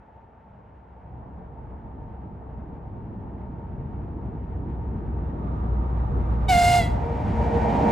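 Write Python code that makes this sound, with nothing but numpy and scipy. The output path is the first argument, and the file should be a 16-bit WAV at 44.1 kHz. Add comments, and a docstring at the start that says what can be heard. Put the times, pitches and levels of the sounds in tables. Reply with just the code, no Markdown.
"""Electric train sounding its horn

An electric locomotive pulls a passenger train round a bend towards the listener. Its wheels shake the
track, the rails ring and hiss, the sleepers under them drum and the motor drive whines, ever nearer.
The air horn gives one short, high blast, which the ground, a wall and trees throw back."""
import sys
import numpy as np
from scipy import signal
from scipy.fft import rfft, irfft
from scipy.io import wavfile

SR = 44100
rng = np.random.default_rng(int(sys.argv[2]) if len(sys.argv) > 2 else 0)


def generate_wav(sig):
    """Save sig (samples, or channels by samples) to the path in sys.argv[1] as 16-bit PCM at SR."""
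    pcm = np.round(np.clip(np.atleast_2d(sig).T, -1, 1) * 32767).astype(np.int16)
    wavfile.write(sys.argv[1], SR, pcm)


N = 348875
T = np.arange(N) / SR
FREQ = np.maximum(np.arange(N // 2 + 1) * SR / N, 1)
SIDES = np.array([[1], [-1]])  # plus for left, minus for right

# Tone colour of the rolling noise, far off and close by. Each row: frequency in Hz, relative level in dB.
FAR_COLOUR = [(20, -34.5), (40, -2), (65, 1), (110, 0), (210, -8.3), (370, -15.3), (520, -24), (700, -22),
              (900, -21), (1050, -30.5), (1800, -41.5), (3000, -55), (4500, -71), (12000, -94.5)]
NEAR_COLOUR = [(20, -35), (42, -9), (70, 0), (115, -2.5), (230, -9.5), (380, -16.5), (520, -14.8),
               (880, -10.5), (1200, -31), (2100, -35), (3800, -48.5), (7500, -58.5), (8600, -65.5),
               (11800, -69.5), (13500, -85.5)]
# Stereo width of the noise. Each row: frequency in Hz, level of the sides against the middle in dB.
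STEREO_WIDTH = [(60, -13), (140, -14.5), (250, -17.5), (500, -6.5), (800, -3), (1200, 0), (1700, -6),
                (2400, -12.5), (3500, -13), (7000, -16), (8800, -2), (12000, -16)]
# How each part grows as the train nears. Each holds: locomotive level alongside in dB, its drop in dB
# at ten times the distance, coach level in dB, metres within which that level holds,
# its drop in dB per metre beyond, loss behind the bend in dB.
GROUND = (-36, 20, -25.6, 28, .131, 7.5)
WHEEL_FRAMES = (-25.7, 28, -37.2, 83, .155, 6.5)
WHEEL_RING = (-24.5, 30.5, -49.5, 50, .012, 5.5)
WHEEL_CONTACT = (-39, 25.5, -66.5, 50, .025, 0)
DRIVE_LOW = (-28, 35, -53.5, 50, .07, 11)
DRIVE_HIGH = (-32, 27, -57.5, 50, .012, 3.5)
# The horn's tones. Each row: multiple of the pitch, relative dB at full pressure and at low pressure.
HORN_PARTIALS = [(1, 1.5, -5.5), (2, -17.5, -21), (3, -12, -2), (4, -19, -15), (5, -25, -8), (6, -30, -16),
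                 (7, -33, -25)]
# Hiss of the horn's air jet. Each row: frequency in Hz, relative level in dB.
JET_COLOUR = [(400, -16), (750, 7.5), (1200, -2.5), (2200, 0.5), (3200, -0.3), (4300, 1), (6000, -1.7),
              (8200, 1.5), (9700, -7.8), (11300, -2.5), (12600, -16.5), (15700, -11)]
# Where the horn's pipe rings. Each row: frequency in Hz, width in Hz, level against the jet in dB.
PIPE_RESONANCES = [(765, 45, -2), (1560, 70, -16), (2090, 130, -10), (2760, 70, -13.5), (4180, 110, -11.5),
                   (4930, 120, -12)]
# Horn echoes off the ground and wall. Each row: delay in seconds, level against the horn in dB.
ECHOES = [(.016, -19), (.072, -15.5), (.14, -27.5)]
# The horn reaches the left side first. Each row: frequency in Hz, lead in radians.
LEFT_LEAD = [(100, 0.067), (700, .7), (2100, 0.51), (4800, 0.51), (7600, 0), (8300, 1.45), (9600, 1.37),
             (11000, 0.63), (15000, 1.9)]
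# Pitch of the drive's whine. Each row: time in seconds, pitch in Hz.
DRIVE_PITCH = [(0, 453), (2.4, 460), (5.8, 467.7), (7.91, 468)]
# Overtones of the whine. Each row: multiple of the pitch, relative dB far off and close by.
DRIVE_OVERTONES = [(2, -3, -0.5), (3, -25, -24), (4, -23, -18.5), (5, -35, -16.5)]
# The whine swells and fades near the end. Each row: time in seconds, change of its lowest tone in dB.
DRIVE_SWELL = [(6.7, 0), (6.98, -1), (7.1, 8.5), (7.22, -8), (7.4, 1), (7.5, 7.5), (7.66, 6), (7.76, -13),
               (7.87, 6)]
# Axles drumming over the sleepers. Each row: time in seconds, bumps per second, level in dB.
SLEEPER_DRONE = [(0, 66, -65), (1.2, 65, -45.5), (3.95, 64, -44), (4.17, 63.4, -37.5), (5.35, 61.8, -34),
                 (5.87, 60.5, -23), (6.1, 59.5, -28), (6.42, 59, -21.3), (6.65, 59, -35), (7.91, 58.5, -41)]
# Thuds under the train. Each row: start in seconds, level in dB before fading, rise and fade in seconds.
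THUDS = [(.42, -38.5, .16, .11), (1.37, -34, .012, .035), (6.546, -16.5, .002, .022), (7.21, -20, .07, .13)]
# Where the rails ring. Each row: frequency in Hz, rough width in Hz, relative dB, left minus right in dB.
RAIL_RESONANCES = [(505, 140, -3, 7.5), (740, 250, -2, 4), (945, 190, -3.5, -1.5), (1195, 230, -5.5, -8.5),
                   (3650, 770, -29.5, -0.5), (5800, 3200, -37, 0)]
# Loudness of the singing rails. Each row: time in seconds, level in dB.
RAIL_LEVEL = [(0, -77.5), (1.5, -61), (3, -61), (4.5, -54.5), (5.25, -49), (5.5, -42.3), (6.4, -40.5),
              (7, -43), (7.4, -43), (7.91, -44)]
# Tones of the cooling fans and gears. Each row: pitch in Hz, relative level in dB.
FAN_TONES = [(188, -36), (220.7, -32), (283, -41), (608, -38.5), (866, -43), (1507, -55), (2099, -58.5)]

SPEED_M_S, ALONGSIDE_S, TRACK_DISTANCE_M = 25, 8.0, 9
BEND_S, BEND_WIDTH_S = 1.03, .12  # when and how gradually the train comes out of the bend
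HORN_OPEN_S, HORN_SHUT_S, HORN_EMPTY_S = 6.4795, 6.775, 6.88
# How quickly the horn starts, its pressure builds, its pressure falls and its last air dies away.
SPEAK_S, BUILD_S, RELEASE_S, DIE_S = .011, .017, .04, .014
HORN_HZ, DRIFT_HZ_PER_S, SAG_HZ = 701.5, 17, 47
OVERSHOOT_HZ, OVERSHOOT_PEAK_S, OVERSHOOT_WIDTH_S = 52, .018, .026
# Base levels of the full tone, the dying tone and the hiss; how fast the hiss falls after the valve shuts.
HORN_DB, LAST_AIR_DB, JET_DB, JET_FALL_DB_PER_S = -18.6, -44, -33, 215


def wheels_on_track(alongside_pan_db=-4.5, rumble_dip_db=-4.5):
    """Wheels shake the ground and their frames, ring and hiss; up close the ringing moves right."""
    alongside = (TRACK_DISTANCE_M / distance()) ** 2
    pan_db = alongside_pan_db * alongside
    ground_db = approach_db(GROUND) + rumble_dip_db * alongside
    ground = rolling_band(15, 179, ground_db, flutter_db=1.25, flutter_hz=3.6)
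    frames = rolling_band(174, 450, approach_db(WHEEL_FRAMES), flutter_db=1.1, flutter_hz=4)
    ringing = rolling_band(450, 1250, approach_db(WHEEL_RING), flutter_db=.97, flutter_hz=14)
    contact = rolling_band(1290, 16000, approach_db(WHEEL_CONTACT), flutter_db=.93, flutter_hz=14)
    return ground + frames + ringing * undb(SIDES * pan_db / 2) + contact


def rolling_band(low_hz, high_hz, db, flutter_db, flutter_hz):
    """One band of rolling noise: it brightens as the train nears, and rough rails make it flutter."""
    band = 1 / np.sqrt((1 + (low_hz / FREQ) ** 16) * (1 + (FREQ / high_hz) ** 16))
    close = closeness()
    far, near = (wide_noise(band * undb(over_frequency(colour))) for colour in (FAR_COLOUR, NEAR_COLOUR))
    return (np.sqrt(1 - close) * far + np.sqrt(close) * near) * undb(db + flutter_db * wander(flutter_hz))


def horn(jet_db=-.7, jitter=.003, shake_db=.7, spray_db=-11):
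    """Air under pressure sounds a high note, hisses out and makes the horn's pipe ring hoarsely."""
    hz, tone_gain, air_gain, pressure = horn_valve()
    phase = 2 * np.pi * np.cumsum(hz * (1 + jitter * wander(70))) / SR
    voice = 0
    for k, full_db, low_db in HORN_PARTIALS:
        # swirling air shakes the higher tones most
        db = low_db + pressure * (full_db - low_db) + shake_db * k * wander(52)
        voice = voice + np.sqrt(2) * np.sin(k * phase) * undb(db)
    jet_colour = undb(over_frequency(JET_COLOUR))
    hiss = noise(jet_colour) * (1 + .3 * np.sin(phase)) * undb(jet_db + .66 * wander(40))
    pipe = sum(noise(1 / (1 + ((FREQ - centre) / (width / 2)) ** 2)) * undb(db)
               for centre, width, db in PIPE_RESONANCES)
    blast = voice * tone_gain + (hiss + pipe * pressure) * air_gain
    echoed, tail = outdoor_echoes(blast, tail_db=-25.5, fade_s=1.4, top_hz=1400)
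    pan_db = -1.1 / (1 + (FREQ / 2500) ** 2)
    lead = np.exp(.5j * SIDES * over_frequency(LEFT_LEAD))
    stereo = irfft(rfft(echoed) * lead * undb(SIDES * pan_db / 2), N)
    spray = SIDES * noise(jet_colour) * undb(spray_db) * air_gain  # hiss scattered by the track's stones
    return stereo + spray + tail


def horn_valve():
    """The valve opens and the pitch briefly overshoots; it shuts, and pressure and pitch sag."""
    age, since_shut, since_empty = (np.maximum(T - s, 0) for s in (HORN_OPEN_S, HORN_SHUT_S, HORN_EMPTY_S))
    supply = np.exp(-(since_shut / RELEASE_S) ** 2)
    gate = (1 - np.exp(-(age / SPEAK_S) ** 2)) * np.exp(-since_empty / DIE_S)
    overshoot = OVERSHOOT_HZ * np.exp(-((age - OVERSHOOT_PEAK_S) / OVERSHOOT_WIDTH_S) ** 2)
    hz = HORN_HZ + overshoot + DRIFT_HZ_PER_S * (age - since_shut) - SAG_HZ * (1 - supply)
    tone_gain = gate * (undb(HORN_DB) * supply + undb(LAST_AIR_DB) * (1 - supply))
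    air_gain = gate * undb(JET_DB - JET_FALL_DB_PER_S * since_shut)
    pressure = supply * (1 - np.exp(-(age / BUILD_S) ** 2))
    return hz, tone_gain, air_gain, pressure


def outdoor_echoes(sound, tail_db, fade_s, top_hz):
    """Ground and wall add echoes; trees scatter a dull tail that drops 60 dB in fade_s."""
    echoes = sum(undb(db) * np.interp(T - delay, T, sound, left=0) for delay, db in ECHOES)
    dull = 1 / (1 + (FREQ / top_hz) ** 2)
    envelope = np.exp(-np.log(1000) * T / fade_s) * (1 - np.exp(-T / .018))
    tails = np.array([noise(dull) for _ in range(2)]) * envelope
    tails = tails / np.sqrt(np.sum(tails[0] ** 2))
    return sound + echoes, undb(tail_db) * signal.fftconvolve(sound[None], tails, axes=1)[:, :N]


def drive_whine(side_share=.3, overtone_swell=.35):
    """The motor drive whines in a stack of tones, blurred by echoes while far off."""
    hz, swell_db, close = over_time(DRIVE_PITCH)[0], over_time(DRIVE_SWELL)[0], closeness()
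    low_db = approach_db(DRIVE_LOW) + swell_db
    high_db = approach_db(DRIVE_HIGH) + overtone_swell * swell_db
    overtones = [(k, high_db + far + close * (near - far)) for k, far, near in DRIVE_OVERTONES]
    echo_gain = 1.05 * (1 - close) + side_share * SIDES
    out = 0
    for k, db in [(1, low_db)] + overtones:
        direct = wavering_tone(k * hz, scatter=.31, rate_hz=8.1) * .57 * (1 + close)
        # the train's motion raises the pitch less along slanting echo paths
        scattered = wavering_tone(k * hz * .988, scatter=3.6, rate_hz=12)
        out = out + (direct + echo_gain * scattered) * undb(db)
    return out


def sleepers():
    """Each sleeper, a beam under the rails, bumps the passing axles: a deep, unsteady drone."""
    hz, db = over_time(SLEEPER_DRONE)
    return wavering_tone(hz, scatter=.15, rate_hz=3) * undb(db)


def thuds(low_hz=66, top_hz=210):
    """The wheels and their frames give a few dull, low thuds."""
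    out = 0
    for start, db, rise_s, fade_s in THUDS:
        age = np.maximum(T - start, 0)
        body = noise(FREQ ** 2 / (FREQ ** 2 + low_hz ** 2) / (1 + (FREQ / top_hz) ** 8))
        out = out + body * undb(db) * (1 - np.exp(-age / rise_s)) * np.exp(-age / fade_s)
    return out


def singing_rails(shared_db=-5, flutter_db=.5):
    """Bending waves run along the rails ahead of the train, heard mostly out of step left and right."""
    out = 0
    for hz, width, db, pan_db in RAIL_RESONANCES:
        resonance = 1 / (1 + ((FREQ ** 2 - hz ** 2) / (FREQ * width * .94)) ** 2)
        ringing = undb(shared_db) * noise(resonance) + SIDES * noise(resonance)
        out = out + ringing * undb(db + SIDES * pan_db / 2 + flutter_db * wander(9.8))
    return unit_level(out) * undb(over_time(RAIL_LEVEL)[0])


def fans(alongside_db=2.5, tenfold_drop_db=29):
    """Fans and gears sound from the locomotive's sides, so they are heard only in the last metres."""
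    level_db = alongside_db - tenfold_drop_db * np.log10(distance() / TRACK_DISTANCE_M)
    hum = sum(wavering_tone(hz, scatter=.55, rate_hz=6.5) * undb(db) for hz, db in FAN_TONES)
    return hum * undb(level_db)


def faint_hiss():
    """A very quiet, even hiss behind everything."""
    return undb(-99) * wide_noise(1 / (1 + (FREQ / 11000) ** 4))


def distance():
    """Metres from the locomotive to the listener."""
    return np.hypot(SPEED_M_S * (ALONGSIDE_S - T), TRACK_DISTANCE_M)


def closeness(halfway_m=35, steepness=6, least=.03, most=.87):
    """How much of the close-by colour is heard, on a scale of 0 to 1."""
    return least + (most - least) / (1 + (distance() / halfway_m) ** steepness)


def approach_db(part):
    """The locomotive looms at the end, the coaches swell slowly; the bend screens both at first."""
    engine_db, tenfold_drop_db, coaches_db, reach_m, drop_db_per_m, bend_db = part
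    metres = distance()
    engine = undb(engine_db - tenfold_drop_db * np.log10(metres / TRACK_DISTANCE_M))
    coaches = undb(coaches_db - drop_db_per_m * np.maximum(metres - reach_m, 0))
    hidden = (1 - np.tanh((T - BEND_S) / BEND_WIDTH_S)) / 2
    return 20 * np.log10(np.hypot(engine, coaches)) - bend_db * hidden


def wavering_tone(hz, scatter, rate_hz):
    """A tone heard directly and along shifting paths, which make it swell and fade."""
    phase = 2 * np.pi * np.cumsum(hz * np.ones(N)) / SR
    in_step = (1 + scatter * wander(rate_hz)) * np.sin(phase)
    out_of_step = scatter * wander(rate_hz) * np.cos(phase)
    return unit_level(in_step + out_of_step)


def wide_noise(gain):
    """Stereo noise from a source spread along the track."""
    side = gain * undb(over_frequency(STEREO_WIDTH))
    return noise(gain) + SIDES * noise(side) * np.sqrt(np.sum(side ** 2) / np.sum(gain ** 2))


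def wander(rate_hz):
    """A smooth random wobble that moves up to about rate_hz times a second."""
    return noise(np.exp(-(FREQ / rate_hz) ** 2 / 2))


def noise(gain):
    """Noise of level 1, shaped by a gain for each frequency."""
    return unit_level(irfft(rfft(rng.standard_normal(N)) * gain, N))


def over_time(table):
    """Join a table's timed rows into one curve per value column."""
    times, *columns = np.transpose(table)
    return [np.interp(T, times, column) for column in columns]


def over_frequency(table):
    """Join rows of frequency and value into a curve, giving each octave equal room."""
    hz, value = np.transpose(table)
    return np.interp(np.log(FREQ), np.log(hz), value)


def unit_level(x):
    """Scale to an average (rms) level of 1."""
    return x / np.sqrt(np.mean(x ** 2))


def undb(db):
    """Turn decibels into a gain."""
    return 10 ** (np.asarray(db) / 20)


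def scene():
    """The nearing train and its horn over a faint hiss."""
    rolling = faint_hiss() + wheels_on_track() + singing_rails() + sleepers() + thuds()
    return rolling + drive_whine() + fans() + horn()


def record(dry, top_hz=15800):
    """A steep filter cuts the highest treble."""
    return signal.sosfilt(signal.ellip(10, .1, 80, top_hz, fs=SR, output="sos"), dry)


dry = scene()
out = record(dry)
generate_wav(out)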